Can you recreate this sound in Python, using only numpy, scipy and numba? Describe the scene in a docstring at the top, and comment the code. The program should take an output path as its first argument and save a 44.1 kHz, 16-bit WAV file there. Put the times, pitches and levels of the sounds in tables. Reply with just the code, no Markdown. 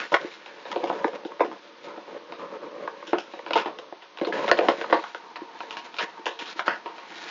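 """A stiff cardboard box knocks and scrapes on a table as hands work its snug lid off, close to a small microphone.
Knocks and slips ring the box as sets of damped modes: its hollow, walls, edges and thin card surface.
Between them card rubs on card: dense random catches of fibres shake the same modes.
The base bumps softly on the table, and a small room answers briefly over a faint steady hiss of shaped noise."""
import sys
import numpy as np
from scipy import signal
from scipy.fft import rfft, irfft
from scipy.io import wavfile
from scipy.ndimage import uniform_filter1d
from numba import njit

SR = 44100
rng = np.random.default_rng(int(sys.argv[2]) if len(sys.argv) > 2 else 0)


def master_out(mix):
    """Clip the mix to full scale and print it as 16-bit PCM to the path in sys.argv[1]."""
    frames = np.transpose(np.atleast_2d(mix))
    ceiling = np.clip(frames, -1, 1)
    pcm = np.round(ceiling * 32767).astype(np.int16)
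    wavfile.write(sys.argv[1], SR, pcm)


def convert_level_to_amplitude(level_db):
    """Map a level in decibels to its linear amplitude factor."""
    exponent = np.asarray(level_db, float) / 20
    return 10 ** exponent


N = 321930  # length of the sound in samples


def unit(x):
    """Scales a signal to rms 1."""
    return x / np.sqrt(np.mean(x ** 2))


def walk(rate):
    """Slowly wandering random values of rms 1: each is held 1 / rate s, then smoothed twice."""
    hold = int(SR / rate)
    steps = np.repeat(rng.standard_normal(N // hold + 1), hold)
    smooth = uniform_filter1d(uniform_filter1d(steps, hold), hold)
    return unit(smooth[:N])


def ring(x, hz, width):
    """One damped mode, a tone that dies away; a unit blow starts it at amplitude 1."""
    decay, turn = np.exp(-np.pi * width / SR), 2 * np.pi * hz / SR
    return signal.lfilter([0, np.sin(turn)], [1, -2 * decay * np.cos(turn), decay * decay], x)


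@njit
def bent_ring(x, hz, width):
    """A damped mode whose pitch moves from sample to sample."""
    y, state, decay = np.empty(len(x)), 0j, np.exp(-np.pi * width / SR)
    for i in range(len(x)):
        state = state * decay * np.exp(2j * np.pi * hz[i] / SR) + x[i]
        y[i] = state.imag
    return y


# Tone colour of the hiss: (frequency [Hz], relative level per Hz [dB])
HISS_COLOUR = [(35, -67), (60, -30), (326, 1), (775, 8), (929, 18), (1340, 10.5), (4040, 6.5), (6430, -5),
               (7400, -62.5), (9620, -65)]
HISS_DB = -53  # rms level of the whole hiss


def hiss():
    """Steady noise of room and microphone: white noise with its spectrum reshaped."""
    hz, db = np.transpose(HISS_COLOUR)
    f = np.maximum(np.arange(N // 2 + 1) * SR / N, 1)
    colour = convert_level_to_amplitude(np.interp(np.log(f), np.log(hz), db))
    noise = irfft(rfft(rng.standard_normal(N)) * colour, N)
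    return convert_level_to_amplitude(HISS_DB) * unit(noise)


ROOM_T60_S, ROOM_DB, ROOM_HZ = 0.11, -16, 2950  # time to fade by 60 dB, level, treble limit


def room(x):
    """Many blurred echoes: a short, dull tail of fading noise that begins a few ms late."""
    t = np.arange(int(.4 * SR)) / SR
    tail = rng.standard_normal(len(t)) * np.exp(-np.log(1000) * t / ROOM_T60_S) * (t > .004)
    tail = signal.lfilter(*signal.butter(1, ROOM_HZ, fs=SR), tail)
    return convert_level_to_amplitude(ROOM_DB) * signal.fftconvolve(x, tail / np.linalg.norm(tail))[:N]


# Soft bumps of the tray's base on the table: (time [s], level [dB])
BASE_BUMPS = [(0.245, -23), (0.766, -23), (1.049, -15), (1.252, -21.5), (3.076, -35.5), (3.136, -19.5),
              (4.215, -15), (5.417, -27), (6.032, -33), (6.194, -35), (6.558, -37)]
BASE_HZ, BASE_WIDTH_HZ, BUMP_S = 339.4, 75, 0.0027  # the base's mode, and how long a push lasts


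def bumps():
    """The base rings low; a push spread over a few ms sets it going without a click."""
    s, db = np.transpose(BASE_BUMPS)
    push = np.zeros(N)
    push[(s * SR).astype(int)] = convert_level_to_amplitude(db)
    t = np.arange(int(BUMP_S * SR)) / SR
    swell = np.hanning(len(t)) * np.sin(2 * np.pi * BASE_HZ * t)
    soft_push = np.convolve(push, 2 * swell / np.abs(swell).sum())[:N]
    return ring(soft_push, BASE_HZ, BASE_WIDTH_HZ)


FIBRES_PER_S = 3500.  # average number of catches
FIBRE_SPREAD_DB, SLIP_DB = 5., 2.  # unevenness from catch to catch, and of the stick-slip flurries


def fibres():
    """Dense tiny catches of uneven size, in stick-slip flurries."""
    catch = (rng.random(N) < FIBRES_PER_S / SR) * np.sign(rng.standard_normal(N))
    size_db = FIBRE_SPREAD_DB * rng.standard_normal(N) + SLIP_DB * walk(40)
    return unit(catch * convert_level_to_amplitude(size_db))


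# Short strokes of card brushing card: the lid creeping, and rustles and papery scuffs
# before and after it comes off:
# (time [s], length [s], level through the body [dB], level off the surface [dB])
CARD_STROKES = [(0.19, 0.085, -37.5, -46.5), (1.136, 0.022, -36, -44), (1.296, 0.023, -34, -56),
                (1.825, 0.083, -37.5, -53), (2.049, 0.124, -39.5, -57), (2.37, 0.19, -38, -56),
                (2.461, 0.023, -41, -53), (2.609, 0.078, -34.5, -59), (2.735, 0.133, -37, -56),
                (3.557, 0.061, -37, -36), (4.316, 0.13, -27.5, -42.5), (5.29, 0.029, -45, -54.5),
                (5.832, 0.029, -39.5, -46.5), (6.004, 0.036, -35, -43.5), (6.396, 0.029, -39, -40),
                (6.438, 0.09, -54, -45), (6.553, 0.047, -56, -41), (6.655, 0.015, -41, -31.5)]
STROKE_RISE_S, STROKE_FALL_S = 0.023, 0.014


def strokes(t):
    """Loudness of the strokes through body and surface: quick rise, hold, quick fall."""
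    out = np.zeros((2, N))
    for s, length, *db in CARD_STROKES:
        rise = (t - s) / STROKE_RISE_S
        fall = 1 + (s + length - t) / STROKE_FALL_S
        shape = np.clip(np.minimum(rise, fall), 0, 1)
        out = np.maximum(out, shape * convert_level_to_amplitude(np.array(db))[:, None])
    return out


# Card rubbing on card and table: (time [s], level through the body [dB], level off the surface [dB])
RUBBING = [(0.0, -50, -36.5), (0.109, -56, -49), (0.47, -51, -52.5), (0.95, -35, -51.5), (1.28, -46.5, -66),
           (1.589, -50.5, -59), (2.68, -43, -69.5), (2.88, -47, -59), (3.41, -50, -54), (3.559, -35, -72),
           (3.938, -55.5, -71.5), (4.23, -53, -65.5), (4.46, -28.5, -42.5), (4.509, -30.5, -42.5),
           (4.78, -37, -44), (5.12, -49.5, -54.5), (5.39, -47, -66.5), (5.61, -44.5, -54),
           (6.259, -49, -58.5), (6.95, -49.5, -57), (7.11, -47, -44), (7.3, -47.5, -40)]


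def rubbing(t):
    """Loudness of all rubbing through body and surface: a gliding level joined by the strokes."""
    s, body_db, surface_db = np.transpose(RUBBING)
    gliding_db = np.array([np.interp(t, s, body_db), np.interp(t, s, surface_db)])
    return np.hypot(convert_level_to_amplitude(gliding_db), strokes(t))


# Knocks, taps and slips: (time [s], level [dB], depth of hollow over walls [dB],
# brightness of surface over walls [dB], scuffle against the blow [dB])
BOX_KNOCKS = [(0.119, -23.5, -3.5, -8.5, -23), (0.1411, -10, -13.5, -8, -33.5), (0.46, -33.5, -19, -5, -28),
              (0.653, -36.5, -0.5, -4.5, -24.5), (0.715, -31.5, -20, -7.5, -20.5),
              (0.728, -32, -23, -7, -33.5), (0.76, -22, 3, -10, -30), (0.833, -25.5, 2, -23, -35),
              (0.839, -23, 0, -12, -28), (0.873, -30, -8, -6.5, -25.5), (0.899, -16.5, -4.5, -20.5, -32),
              (0.928, -27.5, -3.5, -15.5, -24.5), (0.99, -35.5, -8.5, -24, -22),
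              (1.044, -14, -8, -15.5, -37), (1.078, -28.5, -2, -10.5, -30),
              (1.132, -28.5, -4.5, -18.5, -28), (1.25, -36, 8.5, -3, -28.5), (1.395, -24.5, -7, -18, -32),
              (1.405, -12.5, -4, -19, -26), (1.447, -27, 0.5, -10, -25.5), (1.514, -31.5, -1.5, -13, -28),
              (1.975, -34, -3, -20, -25), (2.322, -26.5, -8, -8, -32.5), (2.876, -18, -13, -17.5, -33),
              (3.025, -28, -11, -23, -32), (3.07, -43.5, 4.5, 5.5, -21.5), (3.131, -14.5, 0, -19, -30),
              (3.184, -25, -2.5, -2.5, -30.5), (3.336, -28.5, 0, -8.5, -34), (3.391, -28, -10.5, -13, -33),
              (3.463, -26.5, -9, -7, -28.5), (3.507, -20, -5, -8, -31), (3.533, -25, -25, -2.5, -23.5),
              (3.556, -14.5, -0.5, -16.5, -24.5), (3.575, -25, -16, -6, -16.5),
              (3.657, -29.5, 1.5, -10.5, -20.5), (3.787, -33.5, -3, 1.5, -37),
              (3.924, -31.5, 1, -17.5, -32.5), (4.021, -39, -11.5, -9.5, -22), (4.173, -32.5, -26, -5, -30),
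              (4.186, -32.5, -8, -0.5, -32), (4.198, -35, -17, -3, -30), (4.213, -21.5, -0.5, -10.5, -29),
              (4.248, -26, -9, -4, -32), (4.269, -30, 0.5, -11, -21.5), (4.324, -28, -13, -11, -18.5),
              (4.479, -24.5, -1, -2.5, -28), (4.488, -23, -7.5, -3, -25.5), (4.495, -23, -12, -17, -24),
              (4.514, -8.5, 1.5, -1.5, -45.5), (4.572, -30.5, -10, -3, -21.5),
              (4.589, -13, 0.5, -7.5, -38.5), (4.609, -21, 4, -14.5, -25), (4.685, -8, -3.5, -10.5, -37.5),
              (4.813, -23.5, -5.5, -2.5, -32.5), (4.842, -17, -20, -26.5, -34.5),
              (4.899, -26, -3.5, -12, -27.5), (4.926, -8, -7.5, -15, -28), (5.039, -17.5, -38, -16, -33.5),
              (5.147, -25.5, -11, -5.5, -35), (5.358, -30, -36, -9, -22), (5.605, -19, -25, -16, -29),
              (5.634, -34.5, -3.5, -9.5, -28.5), (5.708, -27.5, -21, -6, -31),
              (5.769, -23.5, -48, -7, -34.5), (5.942, -36.5, -19, 2, -30.5), (5.966, -38.5, -10, 5.5, -27),
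              (5.985, -27, -15, -1.5, -18.5), (6.008, -27.5, -11, -10.5, -19),
              (6.257, -24.5, -13, 0.5, -24), (6.265, -20.5, -8.5, -6.5, -26),
              (6.390, -32.5, -15, -5, -19.5), (6.457, -43, -15, 1.5, -18), (6.593, -20.5, -20, -10, -28),
              (6.68, -22, -17.5, -5, -26.5), (6.859, -25, -15, -18.5, -25.5), (6.981, -30, -22, -7, -26)]
CONTACT_HZ = 3400  # treble limit of the push
CRUNCH_S, CRUNCH_DB = 0.003, -35  # fade time (to 1/e) and level against the blow
SETTLE_S = 0.033  # fade time of the scuffle (to 1/e)


def blows():
    """A push at each knock, a brief crunch of fibres, then a settling scuffle; also which knock sounds."""
    s, *_, scuffle_db = np.transpose(BOX_KNOCKS)
    at = (s * SR).astype(int)
    which = np.maximum(np.searchsorted(at, np.arange(N), side="right") - 1, 0)
    age = np.abs(np.arange(N) - at[which]) / SR
    crunch = convert_level_to_amplitude(CRUNCH_DB) * np.exp(-age / CRUNCH_S)
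    scuffle = convert_level_to_amplitude(scuffle_db)[which] * np.exp(-age / SETTLE_S)
    push = np.zeros(N)
    push[at] = 1
    # card yields under the blow, which dulls the push
    push = signal.lfilter(*signal.butter(2, CONTACT_HZ, fs=SR), push)
    started = np.arange(N) > at[0]
    return push + (crunch + scuffle) * started * fibres(), which


# Knocks that land squarely on an edge: (time [s])
EDGE_KNOCKS = [.141, 4.48, 4.514, 6.008, 6.593, 6.68]
EDGE_ON_DB = 7  # how much more such a knock wakes the edges
EDGE_SHARE = 0.39  # edges take this share of a blow's brightness in dB


def blow_levels():
    """How strongly each knock wakes hollow, walls, edges and surface, in dB; it depends where it lands."""
    knock_s, wall_db, depth_db, bright_db, _ = np.transpose(BOX_KNOCKS)
    edge_on = np.abs(knock_s[:, None] - EDGE_KNOCKS).min(axis=1) < .005
    edge_db = wall_db + EDGE_SHARE * bright_db + EDGE_ON_DB * edge_on
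    return wall_db + depth_db, wall_db, edge_db, wall_db + bright_db


GRIP_BEND, GRIP_PER_S = .04, 12.  # typical shift as a share of the pitch, changes per second
PLACE_DB, DRIFT_DB = 2.5, 3.  # spread from knock to knock, and of the damping fingers


def part(modes, push, which, blow_db, catches, rub_gain):
    """One part of the box: blows and rubbing drive the same modes, bent by the changing grip."""
    place_db = PLACE_DB * rng.standard_normal((len(BOX_KNOCKS), len(modes)))
    struck, rubbed = 0, 0
    for k, (hz, width, mode_db) in enumerate(modes):
        bent_hz = hz * (1 + GRIP_BEND * walk(GRIP_PER_S))
        blow = push * convert_level_to_amplitude(blow_db + mode_db + place_db[:, k])[which]
        # neighbouring modes start in opposite directions
        struck = struck + (-1) ** k * bent_ring(blow, bent_hz, float(width))
        # the fingers damp now one mode, now another
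        shake = catches * convert_level_to_amplitude(mode_db + DRIFT_DB * walk(13))
        rubbed = rubbed + bent_ring(shake, bent_hz, float(width))
    return struck + unit(rubbed) * rub_gain


SLAP_HZ, SLAP_WIDTH_HZ, SLAP_DB = 1350, 1250, 8  # level over the edges' blow


def slap(push, which, edge_db):
    """The first instant of a blow: one very broad mode that dies at once."""
    return ring(push * convert_level_to_amplitude(edge_db + SLAP_DB)[which], SLAP_HZ, SLAP_WIDTH_HZ)


SHUT_HZ, SHUT_WIDTH_HZ, SHUT_DB = 556, 86, -5  # level against the body's rubbing


def shut_hum(catches, body_rub, opened):
    """The closed box hums on a low, wide note when rubbed."""
    return unit(ring(catches, SHUT_HZ, SHUT_WIDTH_HZ)) * body_rub * (1 - opened) * convert_level_to_amplitude(SHUT_DB)


LID_HZ, LID_WIDTH_HZ = 949, 39
LID_DB, LID_BLOW_DB = -8, -6  # levels against the body's rubbing and the walls' blow


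def lid_hum(push, which, wall_db, catches, body_rub, opened):
    """The lifted lid sounds one higher, narrower note: it rings when tapped and hums when rubbed."""
    tapped = ring(push * convert_level_to_amplitude(wall_db + LID_BLOW_DB)[which] * opened, LID_HZ, LID_WIDTH_HZ)
    return tapped + unit(ring(catches, LID_HZ, LID_WIDTH_HZ)) * body_rub * opened * convert_level_to_amplitude(LID_DB)


# Modes of the box, each table: (frequency [Hz], width [Hz], level [dB])
# the hollow, the walls, the stiff edges, the card surface
HOLLOW_MODES = [(310, 130, -11), (348.3, 86, 2), (476.4, 73, 5), (526.5, 79.5, 7), (750, 99, -2)]
WALL_MODES = [(795, 130, -8.5), (938, 107, 0.5), (1060.6, 93, -5), (1209, 77, -8.5)]
EDGE_MODES = [(1440, 260, 4.6), (1585, 370, 10), (1778, 320, 2.6), (2100, 278, 1.6)]
SURFACE_MODES = [(2490, 850, 14.5), (3226, 1340, 17), (3875, 256, 1.5), (4970, 630, -3)]
# the loose thin card inside, which takes over the top once the box is open
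INSERT_MODES = [(2400, 910, 15.5), (3260, 1340, 17.5), (4020, 580, 10), (5100, 1470, 5.5)]
HOLLOW_RUB_DB, WALL_RUB_DB = -10.5, -6  # against the body's rubbing
EDGE_RUB_DB = -1  # against the surface's rubbing
LID_OFF_S, LIFT_S = 4.9, 0.13  # when the lid leaves the tray, and how long that takes


def box():
    """All parts of the box, knocked and rubbed; as the lid lifts, surface and hum give way to new ones."""
    t = np.arange(N) / SR
    opened = np.clip((t - LID_OFF_S) / LIFT_S, 0, 1)
    body_rub, surface_rub = rubbing(t)
    push, which = blows()
    hollow_db, wall_db, edge_db, surface_db = blow_levels()
    body_catches, surface_catches = fibres(), fibres()
    hollow = part(HOLLOW_MODES, push, which, hollow_db, body_catches, body_rub * convert_level_to_amplitude(HOLLOW_RUB_DB))
    walls = part(WALL_MODES, push, which, wall_db, body_catches, body_rub * convert_level_to_amplitude(WALL_RUB_DB))
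    edges = part(EDGE_MODES, push, which, edge_db, body_catches, surface_rub * convert_level_to_amplitude(EDGE_RUB_DB))
    surface = part(SURFACE_MODES, push, which, surface_db, surface_catches, surface_rub)
    insert = part(INSERT_MODES, push, which, surface_db, surface_catches, surface_rub)
    out = hollow + walls + edges + (1 - opened) * surface + opened * insert
    out = out + slap(push, which, edge_db) + shut_hum(body_catches, body_rub, opened)
    return out + lid_hum(push, which, wall_db, body_catches, body_rub, opened)


def scene():
    """The box and its bumps, the room's answer to both, and the hiss."""
    near = box() + bumps()
    return (near + room(near) + hiss())[None]


def roll_off(x):
    """The treble ends steeply here."""
    return signal.sosfilt(signal.butter(12, 7700, fs=SR, output="sos"), x)


LOW_HZ, TOP_HZ = 226.3, 7050  # the band that the microphone path passes
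BASS_LEAK_DB = -34  # a little of the unfiltered sound gets through
FULL_SCALE = .86  # the level that rounded peaks approach


def record(dry):
    """The microphone path drops most of the bass, rounds the hardest knocks and passes only a speech band."""
    high_pass = signal.butter(4, LOW_HZ, "high", fs=SR, output="sos")
    x = signal.sosfilt(high_pass, dry) + convert_level_to_amplitude(BASS_LEAK_DB) * dry
    x = x / (1 + (x / FULL_SCALE) ** 4) ** (1 / 4)
    x = signal.sosfilt(signal.cheby1(10, .5, TOP_HZ, fs=SR, output="sos"), x)
    return roll_off(x)


dry = scene()
out = record(dry)
master_out(out)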